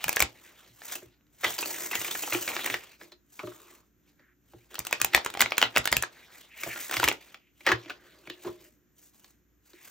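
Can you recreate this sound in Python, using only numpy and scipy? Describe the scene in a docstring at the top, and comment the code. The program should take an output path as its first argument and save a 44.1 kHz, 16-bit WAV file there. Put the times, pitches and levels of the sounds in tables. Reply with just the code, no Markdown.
"""Two hands play a deck of stiff cards on a hollow table in a small quiet room, heard through two ports.
First a short riffle snaps by, then the bent deck drops its cards flat in a duller cascade; light taps follow.
A longer riffle and a second cascade end in hard taps that square the deck; soft handling closes the scene.
Cards snap as ragged bursts and hiss as uneven friction noise; the table rings at its modes, the room echoes."""
import sys
import numpy as np
from scipy import signal
from scipy.fft import rfft, irfft, next_fast_len
from scipy.io import wavfile
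from scipy.ndimage import uniform_filter1d

SR = 44100
rng = np.random.default_rng(int(sys.argv[2]) if len(sys.argv) > 2 else 0)


def to_wav(sig):
    """Store sig (one row per channel, or 1-D mono) as 16-bit WAV at the path in sys.argv[1].

    Samples outside -1..1 are clipped; the rate is SR.
    """
    pcm = np.clip(np.atleast_2d(sig), -1, 1) * 32767
    pcm = np.round(pcm).astype(np.int16)
    wavfile.write(sys.argv[1], SR, pcm.T)  # frames by channels


N = 436590


def gain_of(db):
    """Amplitude factor of a level in dB."""
    return 10 ** (np.asarray(db) / 20)


def evened(x):
    """The signal brought to rms 1."""
    return x / np.sqrt(np.mean(x ** 2) + 1e-20)


def smoothed(x, size):
    """Two running means in a row, over size samples each."""
    return uniform_filter1d(uniform_filter1d(x, size), size)


def read(points, hz):
    """Reads a curve of (f/Hz, value) points along a logarithmic pitch axis."""
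    f, value = np.transpose(points)
    return np.interp(np.log(hz + 1), np.log(f + 1), value)


def coloured(x, points):
    """Causal minimum-phase filter with the given spectrum; white noise keeps its power."""
    db = np.maximum(read(points, abs(np.fft.fftfreq(4096, 1 / SR))), -100)
    log_spectrum = np.conj(signal.hilbert(np.log(gain_of(db))))
    taps = np.fft.ifft(np.exp(log_spectrum)).real[:2048]
    return signal.oaconvolve(x, taps / np.linalg.norm(taps))[:N]


def flutter(ms):
    """Slow random wander of rms 1, smoothed over the given time."""
    return evened(smoothed(rng.standard_normal(N), max(round(ms * SR / 1000), 1)))


# spectrum of the room's own noise: f/Hz, relative level/dB per Hz
QUIET_SPECTRUM = [(15, -34.5), (25, -4.5), (285, -4.5), (520, -18), (863, -26.5), (1560, -19.5),
                  (4740, -34), (6920, -23), (10400, -54.5), (14000, -17.5), (16000, -46)]
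# steady hums under the noise: f/Hz, level/dB; all waver
HUM_TONES = [(57.4, -70), (297, -79), (355, -81)]
QUIET_DB = -70.5  # of the noise part common to both ports


def quiet():
    """Low uneven noise of the room, partly shared by the ports, and hums wavering in pitch and level."""
    shared, apart = (coloured(noise, QUIET_SPECTRUM) for noise in rng.standard_normal((2, N)))
    hums = np.zeros(N)
    for hz, db in HUM_TONES:
        level = gain_of(db + 3.4 * flutter(70))
        phase = 2 * np.pi * np.cumsum(hz + 1.8 * flutter(83)) / SR
        hums += level * np.sin(phase)
    level = gain_of(QUIET_DB + 1.0 * flutter(80))
    return level * (shared + 0.54 * np.array([apart, -apart])) + hums


# decay of the room's echoes: f/Hz, time to fall by 60 dB/s
ROOM_DECAY = [(200, 0.3), (700, 0.2), (2000, 0.13), (5000, 0.17), (13000, 0.06)]


def room(x):
    """Sparse echoes of random sign, each band dying at its own speed; the ports mostly share bass and top."""
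    taps = np.zeros((2, SR // 2))
    grid = np.arange(260, SR // 2 - 20, 20)  # first echo after about 6 ms
    at = grid + rng.integers(0, 20, (2, len(grid)))
    np.put_along_axis(taps, at, rng.choice([-1., 1.], at.shape), 1)
    hz, t, z = signal.stft(taps, SR, nperseg=256)
    z *= gain_of(-60 * t / read(ROOM_DECAY, hz)[:, None])
    spread = read([(150, .15), (800, 1.0), (4500, 1.0), (9000, 0.19)], hz)
    apart = spread[:, None] * z[1]
    tail = signal.istft(np.array([z[0] + apart, z[0] - apart]), SR, nperseg=256)[1]
    return signal.fftconvolve(x[None], tail / np.linalg.norm(tail[0]), axes=1)[:, :N]


# modes of the hollow table top: f/Hz, relative level/dB, time to fall by 60 dB/s
TABLE_MODES = [(117, -14, .2), (183, -13, .06), (297, -3, .06), (352, 1, .09), (435, -6, .05),
               (521, -7, .035), (624, -8, .045)]


def table(push):
    """The hollow table top rings at its modes; neighbours swing in opposite sense."""
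    t = np.arange(SR // 2) / SR
    ring = np.zeros(len(t))
    for k, (hz, db, t60) in enumerate(TABLE_MODES):
        ring += (-1) ** k * gain_of(db - 60 * t / t60) * np.sin(2 * np.pi * hz * t)
    return signal.oaconvolve(push, ring / np.linalg.norm(ring))[:N]


# the heel of the deck or a hand jolts the table, levels before trim:
# t/s, thud level/dB, level of the lowest table mode's boom/dB
TABLE_THUDS = [(0.054, -46, -55), (0.214, -36, -43.5), (0.689, -68.5, -58), (1.05, -57, -57),
               (1.455, -59, -53), (1.97, -61, -51), (2.325, -70, -41), (2.702, -63, -48),
               (3.435, -57, -46.5), (4.541, -56, -52), (4.788, -50, -52.5), (5.021, -47.5, -49),
               (5.145, -39.5, -51.5), (5.42, -48, -45.5), (5.635, -54.5, -45), (5.777, -41, -44),
               (5.914, -39, -50), (5.964, -40, -44), (6.668, -50, -51), (6.97, -50, -40), (7.035, -40, -38),
               (7.72, -42, -33.5), (8.48, -58, -60)]
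RUMBLE_TOP_HZ, THUD_MS, BOOM_RISE_MS = 170.4, 10, 21


def thuds():
    """A short low jolt, one shove with a rumble; the lowest table mode swells and rings on."""
    t, out = np.arange(SR // 2) / SR, np.zeros(N + SR)
    u = t * 1000 / THUD_MS
    low = signal.butter(2, RUMBLE_TOP_HZ, fs=SR)
    hz, _, t60 = TABLE_MODES[0]
    swell = 2 * (1 - np.exp(-t * 1000 / BOOM_RISE_MS))
    boom = swell * gain_of(-60 * t / t60) * np.sin(2 * np.pi * hz * t)
    for s, db, boom_db in TABLE_THUDS:
        rumble = evened(signal.lfilter(*low, rng.standard_normal(len(t))))
        jolt = u * np.exp(-u) * (4.0 * np.sin(2 * np.pi * 65 * t) + 3.3 * rumble)
        out[round(s * SR):][:len(t)] += gain_of(db) * jolt + gain_of(boom_db + 2.5) * boom
    return out[:N]


# card faces rubbing with a narrow, pitched scrape: start t/s, length/s, level before flutter/dB, f/Hz
PITCHED_RUBS = [(0.42, 0.12, -62, 1800), (3.38, 0.5, -65.5, 1170), (4.166, 0.19, -68, 1732),
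                (6.142, 0.11, -60.5, 1900), (6.471, 0.27, -51, 2310), (6.68, 0.078, -38.5, 2130),
                (6.785, 0.089, -45.5, 2160), (8.286, 0.068, -52, 3260), (9.727, 0.13, -61, 2160),
                (7.363, 0.18, -70.5, 2520), (7.924, 0.28, -63, 1638)]
RUB_WIDTH = .4  # bandwidth as a share of the pitch


def rubs():
    """Each rub swells and fades as one arch of noise in a band, with a fluttering level."""
    out = np.zeros(N + SR)
    for s, length, db, hz in PITCHED_RUBS:
        edges = [hz * (1 - RUB_WIDTH / 2), hz * (1 + RUB_WIDTH / 2)]
        noise = rng.standard_normal(SR // 2)
        band = evened(signal.lfilter(*signal.butter(2, edges, "band", fs=SR), noise))
        arch = np.sin(np.pi * np.minimum(np.arange(len(noise)) / SR / length, 1))
        out[round(s * SR):][:len(noise)] += gain_of(db) * arch * band
    return out[:N] * gain_of(1.8 * flutter(8.2))


def scrapes(x):
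    """Patches of pitch swell and fade as the contact between cards wanders."""
    z = signal.stft(x, nperseg=256)[2]
    patches = uniform_filter1d(rng.standard_normal(z.shape), 4, axis=0)  # over pitch
    patches = uniform_filter1d(patches, 14, axis=1)  # over time
    return evened(signal.istft(z * gain_of(3.3 * evened(patches)), nperseg=256)[1][:N])


def flicks(busy, count=16):
    """Small card edges let go at random, each a short tick of its own pitch, louder in a busy deck."""
    happens = rng.random(N) < 160 / SR  # 160 ticks a second on average
    size = gain_of(3.5 * np.minimum(rng.exponential(1, N), 4)) * happens
    kind, t, out = rng.integers(0, count, N), np.arange(400) / SR, np.zeros(N)
    for k, hz in enumerate(np.geomspace(1300, 7000, count)):
        cycles = hz * t / .6
        tick = cycles * np.exp(-cycles) * np.sin(2 * np.pi * hz * t)
        out += signal.oaconvolve(size * (kind == k), tick)[:N]
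    return busy * evened(np.gradient(uniform_filter1d(out, size=9)))  # a tick moves no net air


# strokes of cards and fingers over cards, levels before trim: full from t/s, swell/s, hold/s,
# rub level/dB, fine hiss level/dB, level of the drag on the table/dB
CARD_STROKES = [(0.0, .01, .2, -39, -42, -36.5), (0.285, 0.033, 0.4, -54, -57, -38),
                (0.43, 0.081, 0.026, -57.5, -50.5, -56), (0.927, 0.25, 0.004, -36.5, -32, -61),
                (0.997, .02, .14, -62.5, -106, -63.5), (1.465, .15, 0.09, -38, -33.5, -41),
                (1.61, 0.046, .26, -37.5, -30.5, -15), (1.94, .04, 0.37, -37.5, -31, -45),
                (2.329, .05, 0.11, -36.5, -30.5, -39), (2.495, .05, .24, -34, -35, -45),
                (2.809, 0.033, 0.11, -48.5, -54.5, -44), (3.011, .06, 0.033, -50.5, -50, -24),
                (3.336, 0.12, 0.04, -60, -50, -77.5), (3.4, .03, .36, -55, -51.5, -28.5),
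                (4.08, 0.073, 0.0043, -61.5, -63.5, -65.5), (4.513, 0.17, 0.14, -64.5, -62, -44),
                (4.711, 0.044, 1.3, -49.5, -53.5, -23.5), (6.112, .04, 0.35, -52, -58, -57),
                (6.326, 0.032, 0.072, -52.5, -48.5, -75), (6.61, 0.12, 0.26, -40.5, -35, -61),
                (6.932, 0.073, 0.13, -32, -32, -60.5), (7.211, .04, 0.092, -49.5, -53.5, -98),
                (7.6, .12, .05, -59, -56.5, -66.5), (7.776, .04, 0.16, -46.5, -59, -23),
                (8.009, 0.041, 0.65, -55.5, -59, -26.5), (8.436, .06, 0.028, -46.5, -46.5, -23),
                (8.62, 0.12, 0.06, -75, -54.5, -72.5), (8.982, 0.072, 0.088, -63, -53, -72.5),
                (9.145, 0.038, 0.15, -62.5, -57, -56.5), (9.663, 0.097, 0.14, -62, -58, -61),
                (9.839, 0.12, 0.048, -50.5, -44, -50)]
# cards settling after a blow, relative to its loudness: levels of rub, hiss, drag/dB
SETTLE_LEVELS = [-26, -45, -45]
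# friction noise rising shortly before each blow, relative to its loudness: levels of rub, hiss, drag/dB
LEAD_IN_LEVELS = [-24.5, -43, -63.5]
SWELL_DB, RELEASE_DB_PER_S = 37.5, 220.5  # rise over the swell time, fall after the hold
SETTLE_DB_PER_S, LEAD_IN_DB_PER_S = 332.5, 897


def sliding():
    """Levels in dB of rub, hiss and drag: strokes swell, hold, release; each blow has a lead-in and a settling."""
    t = np.arange(0, N + 128, 128) / SR
    power = np.full((3, len(t)), 1e-12)
    for s, swell, hold, *db in CARD_STROKES:
        rise = -SWELL_DB * np.maximum(s - t, 0) / max(swell, .005)
        release = -RELEASE_DB_PER_S * np.maximum(t - s - hold, 0)
        power += gain_of(np.add.outer(db, rise + release)) ** 2
    for s, db, *_, ms in blows():
        # a longer blow settles louder
        settle = (t > s) * gain_of(db + 10 * np.log10(ms) - SETTLE_DB_PER_S * abs(t - s))
        lead_in = (t <= s) * gain_of(db - LEAD_IN_DB_PER_S * abs(t - s))
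        power += np.outer(gain_of(SETTLE_LEVELS), settle) ** 2
        power += np.outer(gain_of(LEAD_IN_LEVELS), lead_in) ** 2
    return (np.interp(np.arange(N) / SR, t, 10 * np.log10(p)) for p in power)


# spectrum of cards rubbing: f/Hz, relative level/dB per Hz
RUB_SPECTRUM = [(90, -26.5), (300, 0), (700, 0.5), (1300, 0), (2300, 2.5), (4000, -0.5), (5500, -7.5),
                (7500, -17), (11000, -29)]
# spectrum of fine hiss and edge ticks: f/Hz, relative level/dB per Hz
HISS_SPECTRUM = [(4000, -13.5), (6500, 1), (8800, 2), (11000, -3.5), (12400, -1.5), (14000, 0.5),
                 (15600, -4.5), (16600, -30.5)]
FLICK_SHARE = .25  # weight of the flicks beside the scrapes


def slide():
    """Friction noise with uneven grip, and sparse small slips of card edges."""
    rub_db, hiss_db, drag_db = sliding()
    grip = gain_of(2.0 * flutter(6.4))
    happens = rng.random(N) < 300 / SR  # 300 slips a second on average
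    slips = gain_of(5.5 * np.minimum(rng.exponential(1, N), 3)) * happens
    slips = smoothed(slips, 40) * 40  # each slip lasts about a millisecond
    rub_noise, hiss_noise, drag_noise = rng.standard_normal((3, N))

    busy = np.clip((rub_db + 61.5) / 30, 0, 1)
    rub = scrapes(rub_noise) * (grip + 0.09 * slips) + FLICK_SHARE * flicks(busy)
    rub = coloured(gain_of(rub_db - 7.5) * evened(rub), RUB_SPECTRUM)

    hiss = evened(hiss_noise * (grip ** 1.8 + 0.37 * slips))
    hiss = coloured(gain_of(hiss_db - 7.0) * hiss, HISS_SPECTRUM)

    drag = evened(signal.lfilter([1, -.985], [1], drag_noise) * np.sqrt(grip))
    return rub + hiss + table(gain_of(drag_db - 8.5) * drag)


# levels in the next three tables are before trim
# cards let go by a thumb, short and bright: t/s, loudness level/dB, ring f/Hz, edge tick level/dB
RIFFLED_CARDS = [(0.042, -12.5, 2430, -12.5), (.082, -14, 1777, -15), (.093, -12, 2400, -8),
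                 (.129, -22, 2560, -16.5), (0.162, -41.5, 2567, -9.5), (.169, -9, 1773, -26.5),
                 (.195, -24, 2750, -16), (0.204, -8, 2210, -3.5), (.219, -14, 4557, -30),
                 (.224, -6.5, 2306, -6), (4.744, -32, 1490, -29), (4.755, -23, 3080, -32),
                 (4.783, -29.5, 1200, -42), (4.792, -26.5, 3700, -13.5), (4.802, -27, 2320, -30),
                 (4.851, -32, 1483, -26.5), (4.869, -21, 2655, -17.5), (4.911, -27, 1160, -27),
                 (4.928, -6.5, 2520, -12), (5.002, -26.5, 1169, -29.5), (5.016, -8.5, 2488, -5),
                 (5.047, -12, 2500, -5), (5.135, -19.5, 2490, -25), (5.148, 3.5, 1952, -5),
                 (5.164, -20, 2458, -15), (5.177, -12, 895, -28), (5.248, -28.5, 2290, -20),
                 (5.262, -10, 1298, -20), (5.302, -27.5, 3548, -28), (5.34, -24.5, 2294, -28),
                 (5.351, -21, 788, -46.5), (5.373, -18, 790, -32), (5.395, -20.5, 3054, -22),
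                 (5.407, -0.5, 2079, -5.5), (5.416, -7.5, 2000, -2.5), (5.422, -4, 1780, -20),
                 (5.46, -13.5, 2261, -49), (5.508, -27, 5500, -35), (5.521, -10, 2230, -33),
                 (5.57, -25.5, 4300, -35.5), (5.581, -7, 2320, -7), (5.606, -29.5, 3000, -32.5),
                 (5.616, -8, 2920, -18.5), (5.627, 1, 2920, -36.5), (5.638, -17.5, 2780, -29.5),
                 (5.757, -20, 2475, -29), (5.763, -4.5, 2430, -28), (5.772, -2.5, 2350, -24.5),
                 (5.781, -16.5, 2020, -9), (5.844, -31, 4040, -36.5), (5.856, -12, 1542, -11),
                 (5.875, -10, 1895, -15.5), (5.917, -30, 3030, -17.5), (5.927, -4, 2120, -8.5),
                 (5.962, -26.5, 2095, -48), (5.968, -10, 2695, -7), (6.025, -17, 1800, -11.5),
                 (6.036, -12.5, 1735, -52)]
# cards that fall flat out of the bent deck, duller:
# t/s, loudness level/dB, ring f/Hz, edge tick level/dB, nominal length/ms
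FALLING_CARDS = [(0.955, -31, 2660, -24.5, 6.2), (1.436, -23, 1856, -48, 9.3),
                 (1.444, -11.5, 1930, -23.5, 6.5), (1.467, -24, 3350, -51.5, 19.5),
                 (1.506, -34, 780, -24, 7.4), (1.582, -24, 3000, -25, 2.2), (1.588, -20.5, 4400, -22, 4.7),
                 (1.628, -23, 2600, -58, 9), (1.659, -21.5, 4650, -28, 2), (1.914, -24.5, 2600, -24, 7.3),
                 (1.931, -25.5, 2000, -41, 27), (1.954, -14, 2750, -15, 1.9), (2.004, -30, 2400, -36, 2.5),
                 (2.015, -19.5, 2820, -34, 2), (2.047, -24, 2400, -23, 5.8), (2.081, -24.5, 2970, -62, 4.2),
                 (2.112, -23, 3420, -20.5, 4.7), (2.152, -22, 1640, -34, 4.2), (2.236, -23, 2630, -59, 3.2),
                 (2.277, -24, 810, -54, 1.5), (2.325, -18, 2450, -43, 7), (2.339, -26.5, 1320, -27, 15),
                 (2.349, -18.5, 2500, -29, 3.8), (2.478, -16.5, 2500, -24, 3.3),
                 (2.489, -24, 2330, -24.5, 8.8), (2.566, -14, 2270, -32, 1.8), (2.593, -25, 1720, -49, 3.5),
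                 (2.645, -19, 2180, -21, 0.94), (2.661, -19, 1840, -15.5, 2.8),
                 (2.675, -22.5, 2340, -57, 4.1), (2.701, -18.5, 2300, -27, 4), (2.742, -13, 1940, -28, 3),
                 (6.635, -19, 2270, -24.5, 3.3), (6.76, -28, 1500, -46, 6.9),
                 (6.777, -28.5, 1880, -33, 3.6), (6.896, -28, 1800, -32.5, 4.2),
                 (6.912, -20, 1540, -18, 2.2), (6.925, -20.5, 2050, -32, 2.9), (6.941, -17.5, 1550, -21, 3),
                 (6.968, -14, 2050, -23, 3.7), (6.999, -10.5, 1430, -20, 1.6), (7.031, -9, 1000, -45, 2.2),
                 (7.041, -9, 2170, -11.5, 3.4), (7.078, -8, 2400, -21, 1.9),
                 (7.086, -8.5, 2550, -10.5, 2.6), (7.115, -15.5, 2200, -59, 2.4),
                 (7.126, -28, 1500, -28.5, 2.4)]
# the deck tapped, squared or set down:
# t/s, loudness level/dB, ring f/Hz, level of the push on the table/dB, nominal length/ms
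DECK_TAPS = [(0.225, -31, 618, -28.5, 1.5), (0.819, -31, 1830, -80, 1.6), (1.023, -45.5, 1660, -37, 4.4),
             (1.21, -56, 2520, -80, 1), (1.268, -55.5, 3930, -84, 1), (2.345, -33, 825, -26, 6.5),
             (3.014, -35, 1630, -39, 3.9), (3.121, -40, 4000, -51.5, 6.2), (3.393, -26.5, 2300, -56, 3),
             (3.397, -34.5, 1200, -58, 14), (3.434, -38.5, 1170, -25.5, 6.7), (3.474, -35, 1250, -30, 5.3),
             (3.52, -40.5, 1300, -49, 3), (4.196, -53.5, 1820, -54.5, 8.1), (4.536, -44.5, 810, -38, 4.2),
             (6.665, -31, 740, -28, 10), (7.345, -30.5, 2530, -63, 2.5), (7.608, -40.5, 2270, -52, 4.5),
             (7.666, -9, 2134, -32, 1.8), (7.67, -8, 1700, -28, 2), (7.675, -11.5, 1900, -30, 6.8),
             (7.7, -19.5, 1180, -29, 14), (7.69, -12, 1640, -22.5, 3.47), (7.718, -9.5, 1715, -22, 5),
             (7.86, -37.5, 3000, -39, 2), (7.898, -27.5, 2630, -45, 5.7), (7.904, -26, 1450, -41, 6),
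             (8.274, -30, 2320, -37, 2.4), (8.3, -24, 3620, -34.5, 2.5), (8.449, -38.5, 1050, -23, 16),
             (8.473, -36, 1010, -25, 14), (9.245, -40.5, 4100, -64, 2.4), (9.734, -44, 4000, -48.5, 2.3)]
RIFFLE_MS = 1.6  # nominal length
RIFFLE_PUSH_DB, CASCADE_PUSH_DB = -29, -15  # offsets of the push
TAP_TICK_DB = -23  # relative to loudness
PUSH_SHARE = 0.6  # the push grows more slowly than the loudness


def blows():
    """All blows in one form: (s, loudness, ring, tick, push, length)."""
    def push(db, offset_db):
        return offset_db - 21.5 + PUSH_SHARE * (db + 16.5)

    riffle = [(s, db, hz, tick_db, push(db, RIFFLE_PUSH_DB), RIFFLE_MS)
              for s, db, hz, tick_db in RIFFLED_CARDS]
    cascade = [(s, db, hz, tick_db, push(db, CASCADE_PUSH_DB), ms)
               for s, db, hz, tick_db, ms in FALLING_CARDS]
    taps = [(s, db, hz, db + TAP_TICK_DB, push_db, ms) for s, db, hz, push_db, ms in DECK_TAPS]
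    return riffle + cascade + taps


# spectrum of a card's broad slap: f/Hz, relative level/dB per Hz
SLAP_SPECTRUM = [(60, -49.5), (250, -9), (600, -2), (1200, -1), (2300, -2.5), (3500, -5.5), (5500, -11.5),
                 (8000, -16.5), (12000, -30.5)]


def snaps():
    """Each blow is a ragged burst: a broad slap, a ring of the air gap, an edge tick, a push on the table."""
    t = (np.arange(3072) - 512) / SR  # the blow lands at t = 0
    air, push = np.zeros(N + 3072), np.zeros(N + 3072)
    soft = signal.butter(2, [180, 1200], "band", fs=SR)  # the push is a dull band of noise
    for s, db, hz, tick_db, push_db, ms in blows():
        ring_noise, slap_noise, tick_noise, push_noise = rng.standard_normal((4, len(t)))
        fall = max(ms, .5) / 1000
        rise = min(.0003 + .3 * fall, .003)
        shape = np.where(t < 0, np.exp(-(t / rise) ** 2), np.exp(-(abs(t) / fall / 1.39) ** 1.2))
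        shape *= 1 + .45 * np.cos(2 * np.pi * t / .0015)  # the card lands in quick touches
        shape += 0.019 * np.exp(-abs(t) / .006) * (t < 0)  # a faint crackle leads in to each blow

        # the ring is a fraction of its pitch wide, narrower in a long blow
        r = np.exp(-np.pi * (0.087 + 0.14 / (1 + ms)) * hz / SR)
        after = 0.059 * min(hz / 2500, 1) ** 2 * np.exp(-abs(t) / .009) * (t > 0)
        strike = (ring_noise + 6.0 * (t == 0)) * (shape + after)
        ring = signal.lfilter([1, -.9], [1, -2 * r * np.cos(2 * np.pi * hz / SR), r * r], strike)

        # a blunt blow with little edge tick has little treble
        dull = np.clip((db - tick_db - 6.5) / 25, 0, .85)
        slap = coloured(slap_noise * shape, SLAP_SPECTRUM)[:len(t)]
        slap = signal.lfilter([1], [1, -dull], slap)
        tick = coloured(tick_noise * shape, HISS_SPECTRUM)[:len(t)]

        burst = gain_of(db - 8.0 - 6.7 / (1 + ms)) * evened(ring)
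        burst += gain_of(db - 12.0) * evened(slap)
        burst += gain_of(tick_db - 9.0) * evened(tick)
        at = slice(round(s * SR), round(s * SR) + len(t))
        air[at] += burst * np.sqrt(np.mean(shape ** 2))
        push[at] += gain_of(push_db - 28.0) * evened(signal.lfilter(*soft, push_noise * shape))
    return air[512:N + 512] + table(push[512:N + 512])


ROOM_DB = -12  # echoes beside the direct sound


def scene():
    """Cards, thuds and quiet, with two sets of echoes slowly exchanged."""
    cards = snaps() + slide() + rubs()
    # the exchange keeps any single echo pattern from colouring the tails; one cycle takes 0.37 s
    exchange = np.arange(N) / SR * 2 * np.pi / .37
    echoes = room(cards * np.sin(exchange)) + room(cards * np.cos(exchange))
    return cards + thuds() + gain_of(ROOM_DB) * echoes + quiet()


# phase by which the left port leads: f/Hz, lead/rad
PORT_LEAD = [(100, 0), (1200, -.1), (3000, .4), (4700, 1.2), (5500, .2), (7200, 1.55), (9000, 2.8),
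             (10300, np.pi), (11500, 3.4), (12400, 4.3), (14100, 5.7), (15000, 2 * np.pi), (16500, 6.4)]
EDGE_HZ, BASS_HZ = 16750, 62  # upper band limit, bass roll-off


def record(dry):
    """The ports sit apart, so they differ by a phase set by pitch; bass roll-off, soft clip, band limit."""
    size = next_fast_len(N + 4096)
    lead = read(PORT_LEAD, np.fft.rfftfreq(size, 1 / SR))
    turn = np.exp(.5j * lead * np.array([[1], [-1]]))  # half the lead to each port
    ports = irfft(rfft(dry, size) * turn, size)[:, :N]
    bass_cut = signal.butter(2, BASS_HZ, "high", fs=SR, output="sos")
    ports = np.tanh(signal.sosfilt(bass_cut, ports))
    band_limit = signal.firwin(511, EDGE_HZ, window=("kaiser", 12), fs=SR)
    return signal.oaconvolve(ports, band_limit[None], "same")


dry = scene()
out = record(dry)
to_wav(out)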